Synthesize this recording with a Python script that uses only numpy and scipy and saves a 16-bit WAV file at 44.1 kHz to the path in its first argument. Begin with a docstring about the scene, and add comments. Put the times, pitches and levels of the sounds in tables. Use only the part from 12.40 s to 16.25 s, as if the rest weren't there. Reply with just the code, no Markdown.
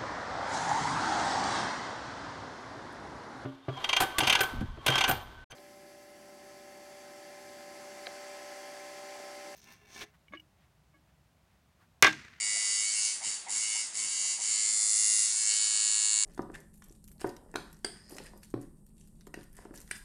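"""Close to the microphone, in a small hard-walled room, a coil tattoo machine is already buzzing:
its armature strikes about 107 times a second, ringing spring and frame and rattling loose parts.
Almost at once a dog starts yapping faintly, far away. Between 0.7 and 2 s the machine stops briefly
four times while the room rings on; a low thump comes with the first three restarts. Then it runs
without a break, the dog falls silent, and the bare knock of the armature grows to the end."""
import sys
import numpy as np
from scipy import signal
from scipy.fft import rfft, irfft, next_fast_len
from scipy.io import wavfile

SR = 44100
rng = np.random.default_rng(int(sys.argv[2]) if len(sys.argv) > 2 else 0)


def digitize_waveform(pressure):
    """Quantize a signal to 16-bit integers and store it at the path in sys.argv[1].

    Rows of a 2-D input are taken as channels; values are limited to [-1, 1].
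    """
    field = np.atleast_2d(pressure).T
    bounded = np.clip(field, -1, 1)
    quanta = np.round(bounded * 32767).astype(np.int16)
    wavfile.write(sys.argv[1], SR, quanta)


N = 169785
T = np.arange(N) / SR

# speed of the armature: t/s, blow rate/Hz
BLOW_RATE = [(0.0, 105.6), (0.35, 105.7), (0.63, 107.2), (0.8, 106.8), (0.82, 103.4), (0.89, 106.4),
             (1.09, 103.7), (1.14, 106.6), (1.26, 107.4), (1.58, 106.7), (1.64, 107.4), (2.81, 107.3),
             (3.16, 106.3), (3.85, 106.3)]
# balance of the parts, before the trims in machine(): t/s, spring/dB, frame/dB, clack/dB
PART_LEVELS = [(0, -39, -43, -33), (.46, -46.5, -40.5, -33), (.63, -52, -36.5, -30), (.71, -47, -44, -36.5),
               (.85, -44, -38.5, -32.5), (.94, -63, -47, -41), (1.12, -49, -42, -32),
               (1.28, -47.5, -44, -35), (1.56, -44.5, -42.5, -33), (1.66, -50.5, -44, -36),
               (1.91, -46, -42, -33), (2.03, -49.5, -41.5, -32.5), (2.17, -44.5, -37.5, -34.5),
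               (2.45, -50, -49.5, -30), (2.62, -44, -39.5, -29.5), (2.83, -44, -41.5, -28),
               (2.88, -53, -45, -32.5), (3.1, -51, -38, -30), (3.82, -48.5, -42, -34)]
# resonances of the spring and of the frame: f/Hz, width/Hz, relative level/dB
SPRING_MODES = [(1931, 85, -8), (2061, 143, -2), (2256, 78, -3.5)]
FRAME_MODES = [(2900, 204, -2.5), (3180, 160, -8.5), (3940, 218, -6.5), (4530, 137, 4), (5320, 360, -5.5)]
# spectrum of the buzz underneath: f/Hz, relative level/dB
BUZZ_SPECTRUM = [(70, -21), (107, -10), (215, -12), (430, -13.5), (640, -15), (850, -10.5), (1080, 3),
                 (1400, 0.5), (1650, 5), (2600, -0.5), (3600, 8), (5000, -36)]
def machine():
    """Armature blows ring spring and frame into the room; knock, free rings and thumps arrive dry."""
    blow_rate, = in_time(BLOW_RATE)
    cycles = np.cumsum(blow_rate) / SR
    spring_db, frame_db, clack_db = in_time(PART_LEVELS)
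    strike = blows(cycles)
    scuffs = ring_on(strike, tail_db=2.5, t60=0.024)  # each contact is a tiny scuff
    body = (from_db(spring_db - 1) * resonate(strike, SPRING_MODES)
            + from_db(frame_db - .5) * resonate(scuffs, FRAME_MODES)
            + from_db(clack_db + 2.5) * clack(scuffs, cycles)
            + from_db(-53) * colour(ring_on(strike, tail_db=-1.5, t60=0.072), BUZZ_SPECTRUM))
    close = knock(strike, cycles) + free_rings(strike)
    gate = running()
    return room(gate * body) + gate * close + coil_thumps(strike)


# pauses of the machine: stop t/s, restart t/s
PAUSES = [(.73, .828), (.955, 1.092), (1.425, 1.541), (1.93, 1.995)]
START_S, STOP_S = .027, .025
def running():
    """The armature's swing, 0 to 1: it dies at each stop and returns at the restart."""
    return 1 - sum(np.clip((T - stop) / STOP_S + .5, 0, 1) * np.clip((start - T) / START_S + .5, 0, 1)
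                   for stop, start in PAUSES)


def blows(cycles, jitter_s=5e-6, start_jitter_s=4e-5, settle_s=0.086, spread_db=0.84):
    """One click per cycle, slightly uneven in time and strength; the timing is shakier after a restart."""
    chance = rng.standard_normal((SR // 10, 2))[:int(cycles[-1])]
    due = np.interp(np.arange(len(chance)), cycles, T)
    since_start = np.min([np.where(T > s - START_S, np.abs(T - s), 10) for _, s in PAUSES], axis=0)
    jitter = jitter_s + start_jitter_s * np.exp(-np.interp(due, T, since_start) / settle_s)
    at = (due + jitter * chance[:, 0]) * SR
    taps = at.astype(int)[:, None] + np.arange(-8, 9)
    late = taps - at[:, None]
    clicks = np.sinc(late) * np.sinc(late / 9)  # a blow can fall between samples
    out = np.zeros(N)
    np.add.at(out, np.clip(taps, 0, N - 1), clicks * from_db(spread_db * chance[:, 1:]))
    return out


# spectrum of the treble clack: f/Hz, relative level/dB
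CLACK_SPECTRUM = [(3500, -28.5), (4800, -8), (5500, -10.5), (5950, -9.5), (6400, -5), (6750, -1.5),
                  (7400, -2.5), (8050, -5.5), (9100, -6), (9600, -3.5), (10100, -7)]
def clack(scuffs, cycles, fade_cycles=0.33):
    """Small parts ring densely after each blow, and loose ones rattle anew in every cycle."""
    rattle = rms_one(rng.standard_normal(N) * np.exp(-(cycles % 1) / fade_cycles))
    chatter = rms_one(ring_on(scuffs, tail_db=-4, t60=0.041))
    return colour(chatter + from_db(-3) * rattle, CLACK_SPECTRUM)


# the knock at the microphone, growing as the needle runs freer: t/s, level/dB
KNOCK_LEVELS = [(0, -42), (1.97, -44.5), (2.13, -33.5), (2.9, -37), (3.82, -28)]
# resonances of the knock: f/Hz, width/Hz, relative level/dB
KNOCK_MODES = [(7150, 540, -2.5), (9660, 410, -4)]
def knock(strike, cycles, rebound_cycles=0.7, band_width_hz=3000):
    """The bare metal knock of each blow, and a weaker, less regular one as the armature swings back."""
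    level_db, = in_time(KNOCK_LEVELS)
    rebound = from_db(-6 + 5 * drift(rate_hz=40)) * blows(cycles - rebound_cycles)
    metal = resonate(strike + rebound, KNOCK_MODES)
    return from_db(level_db) * resonate(metal, [(KNOCK_MODES[0][0], band_width_hz, 0)])


# resonances freed as the grip shifts: from t/s, to t/s, f/Hz, width/Hz, level/dB
FREE_RINGS = [(0, 0.417, 2194, 90, -47), (0, 0.454, 2860, 70, -52), (0, .42, 4670, 130, -43),
              (0.51, 0.735, 2293, 50, -53.5), (0.557, .73, 2760, 110, -50), (.8, 0.89, 2120, 150, -49),
              (1.227, 1.427, 2850, 80, -48.5), (2.072, 2.346, 2210, 24, -43.5),
              (2.098, 3.092, 4290, 220, -45), (2.16, 2.68, 3470, 140, -64), (2.572, 2.828, 6570, 100, -39),
              (2.867, 4, 2265, 30, -65), (2.95, 4.002, 1696, 70, -61.5), (3.096, 4, 4392, 150, -37.5),
              (3.097, 4, 3960, 150, -53), (3.088, 4, 2884, 130, -51.5)]
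def free_rings(strike, open_s=0.029, close_s=0.12):
    """Single resonances that the blows keep ringing while the hand leaves them undamped."""
    out = np.zeros(N)
    for begin, end, hz, width, db in FREE_RINGS:
        undamped = np.clip(np.minimum((T - begin) / open_s, (end - T) / close_s) + .5, 0, 1)
        out += from_db(db) * undamped * resonate(strike, [(hz, width, 0)])
    return out


# thumps of the coils: t/s, length/s, level/dB
THUMPS = [(0.843, 0.069, -57.5), (1.088, 0.13, -64.5), (1.53, 0.17, -63.5)]
def coil_thumps(strike, band_hz=(70, 400)):
    """The coils thump low as the machine starts again."""
    swell = sum(from_db(db) * np.clip(np.minimum(T - s, s + length - T) / START_S, 0, 1)
                for s, length, db in THUMPS)
    hum = signal.sosfilt(signal.butter(1, band_hz, "band", fs=SR, output="sos"), strike)
    return swell * rms_one(hum)


ROOM_T60_S = 0.49
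def room(x, wet_db=3.5, build_s=0.0052, turns_per_s=0.398):
    """Hard walls close by add a dense tail whose peaks and notches slide as the hand moves the machine."""
    t = T[:SR]
    tails = rng.standard_normal((2, SR)) * from_db(-60 * t / ROOM_T60_S) * (1 - np.exp(-t / build_s))
    turn = turns_per_s * 2 * np.pi * T
    wet = sum(signal.fftconvolve(x * share, tail / np.linalg.norm(tail))[:N]
              for share, tail in zip((np.cos(turn), np.sin(turn)), tails))
    return (x + from_db(wet_db) * wet) / np.hypot(1, from_db(wet_db))


# yaps far from the microphone: t/s, voice level/dB, f/Hz
YAPS = [(0.136, -58.5, 667), (0.797, -51, 842), (1.055, -45.5, 868), (1.329, -52.5, 906),
        (1.836, -56.5, 916), (1.972, -51.5, 848), (2.356, -64, 883)]
def dog(yap_s=0.0555, rise=0.15, width_oct=0.21, mouth_hz=2040, mouth_width_hz=410):
    """Short hoarse yaps that rise in pitch, with a rasp in the mouth's resonance, blurred by distance."""
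    out = np.zeros(N)
    mouth = [(mouth_hz, mouth_width_hz, 0)]
    rasp = from_db(-2.5) * resonate(resonate(rng.standard_normal(N), mouth), mouth)
    for s, db, hz in YAPS:
        age = np.clip((T - s) / yap_s, 0, 1)
        lowpass = signal.butter(2, hz * width_oct * np.log(2), fs=SR, output="sos")
        hoarse = signal.sosfilt(lowpass, rng.standard_normal((2, N)))
        phase = 2 * np.pi * np.cumsum(hz * (1 + rise * (age - .5))) / SR
        voice = rms_one(hoarse[0] * np.cos(phase) + hoarse[1] * np.sin(phase))
        out += from_db(db) * np.sin(np.pi * age) * (voice + rasp)
    return ring_on(out, tail_db=-2.5, t60=ROOM_T60_S)


# spectrum of the room tone: f/Hz, relative level/dB
AIR_SPECTRUM = [(25, -9.5), (60, -11), (300, 0), (500, -3), (900, 3), (4000, 2), (10000, -42)]
def room_tone():
    """The faint, steady hiss of the air around the microphone."""
    return from_db(-55) * colour(rng.standard_normal(N), AIR_SPECTRUM)


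def from_db(db):
    """Decibels to gain."""
    return 10 ** (np.asarray(db) / 20)


def rms_one(x):
    """Scale to unit rms."""
    return x / np.sqrt(np.mean(x ** 2) + 1e-20)


def in_time(rows):
    """Each column of a curve at every sample."""
    s, *columns = np.transpose(rows)
    return [np.interp(T, s, c) for c in columns]


def drift(rate_hz):
    """Slow random wander between -1.1 and 1."""
    knots = rng.uniform(-1.1, 1, SR // 10)
    return np.interp(T * rate_hz, np.arange(len(knots)), knots)


def colour(x, points):
    """Filter by a curve of f/Hz, level/dB that falls away beyond its ends; rms 1."""
    hz, db = np.transpose(points)
    size = next_fast_len(N + SR // 10)
    f = np.fft.rfftfreq(size, 1 / SR) + 1
    outside = np.maximum(f / hz[-1], 1) * np.maximum(hz[0] / f, 1)
    gain = from_db(np.interp(np.log(f), np.log(hz), db)) / outside ** 2
    return rms_one(irfft(rfft(x, size) * gain, size)[:N])


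def resonate(x, modes):
    """Parallel resonances of alternating sign; rms 1."""
    out = 0
    for k, (hz, width, db) in enumerate(modes):
        r = np.exp(-np.pi * width / SR)
        forward = np.array([1, 0, -1]) * (1 - r * r) / 2
        feedback = [1, -2 * r * np.cos(2 * np.pi * hz / SR), r * r]
        out = out + (-1) ** k * from_db(db) * signal.lfilter(forward, feedback, x)
    return rms_one(out)


def ring_on(x, tail_db, t60, evenness=0.66):
    """The direct sound and a dense dying tail, its peaks and notches evened out, at unchanged power."""
    t = T[:SR]
    tail = rng.standard_normal(SR) * from_db(-60 * t / t60) * (1 - np.exp(-200 * t / t60))
    spectrum = 1 + from_db(tail_db) * rfft(tail / np.linalg.norm(tail), 2 * SR)
    for _ in range(3):
        response = irfft(spectrum / np.hypot(np.abs(spectrum), .5) ** evenness)[:SR]
        spectrum = rfft(response, 2 * SR)
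    response = response * np.exp(-(t / t60) ** 2)
    return signal.fftconvolve(x, response / np.linalg.norm(response))[:N]


def scene():
    """One microphone: room tone all around, the machine close by, the dog far off."""
    return (room_tone() + machine() + dog())[None]


def record(dry):
    """The microphone chain eases both ends over 2 ms and cuts the top steeply near 10 kHz."""
    eased = dry * np.clip(np.minimum(T, T[-1] - T) / .002, 0, 1)
    lowpass = signal.firwin(801, 10070, window=("kaiser", 9), fs=SR)
    return signal.fftconvolve(eased, lowpass[None], "same")


dry = scene()
out = record(dry)
digitize_waveform(out)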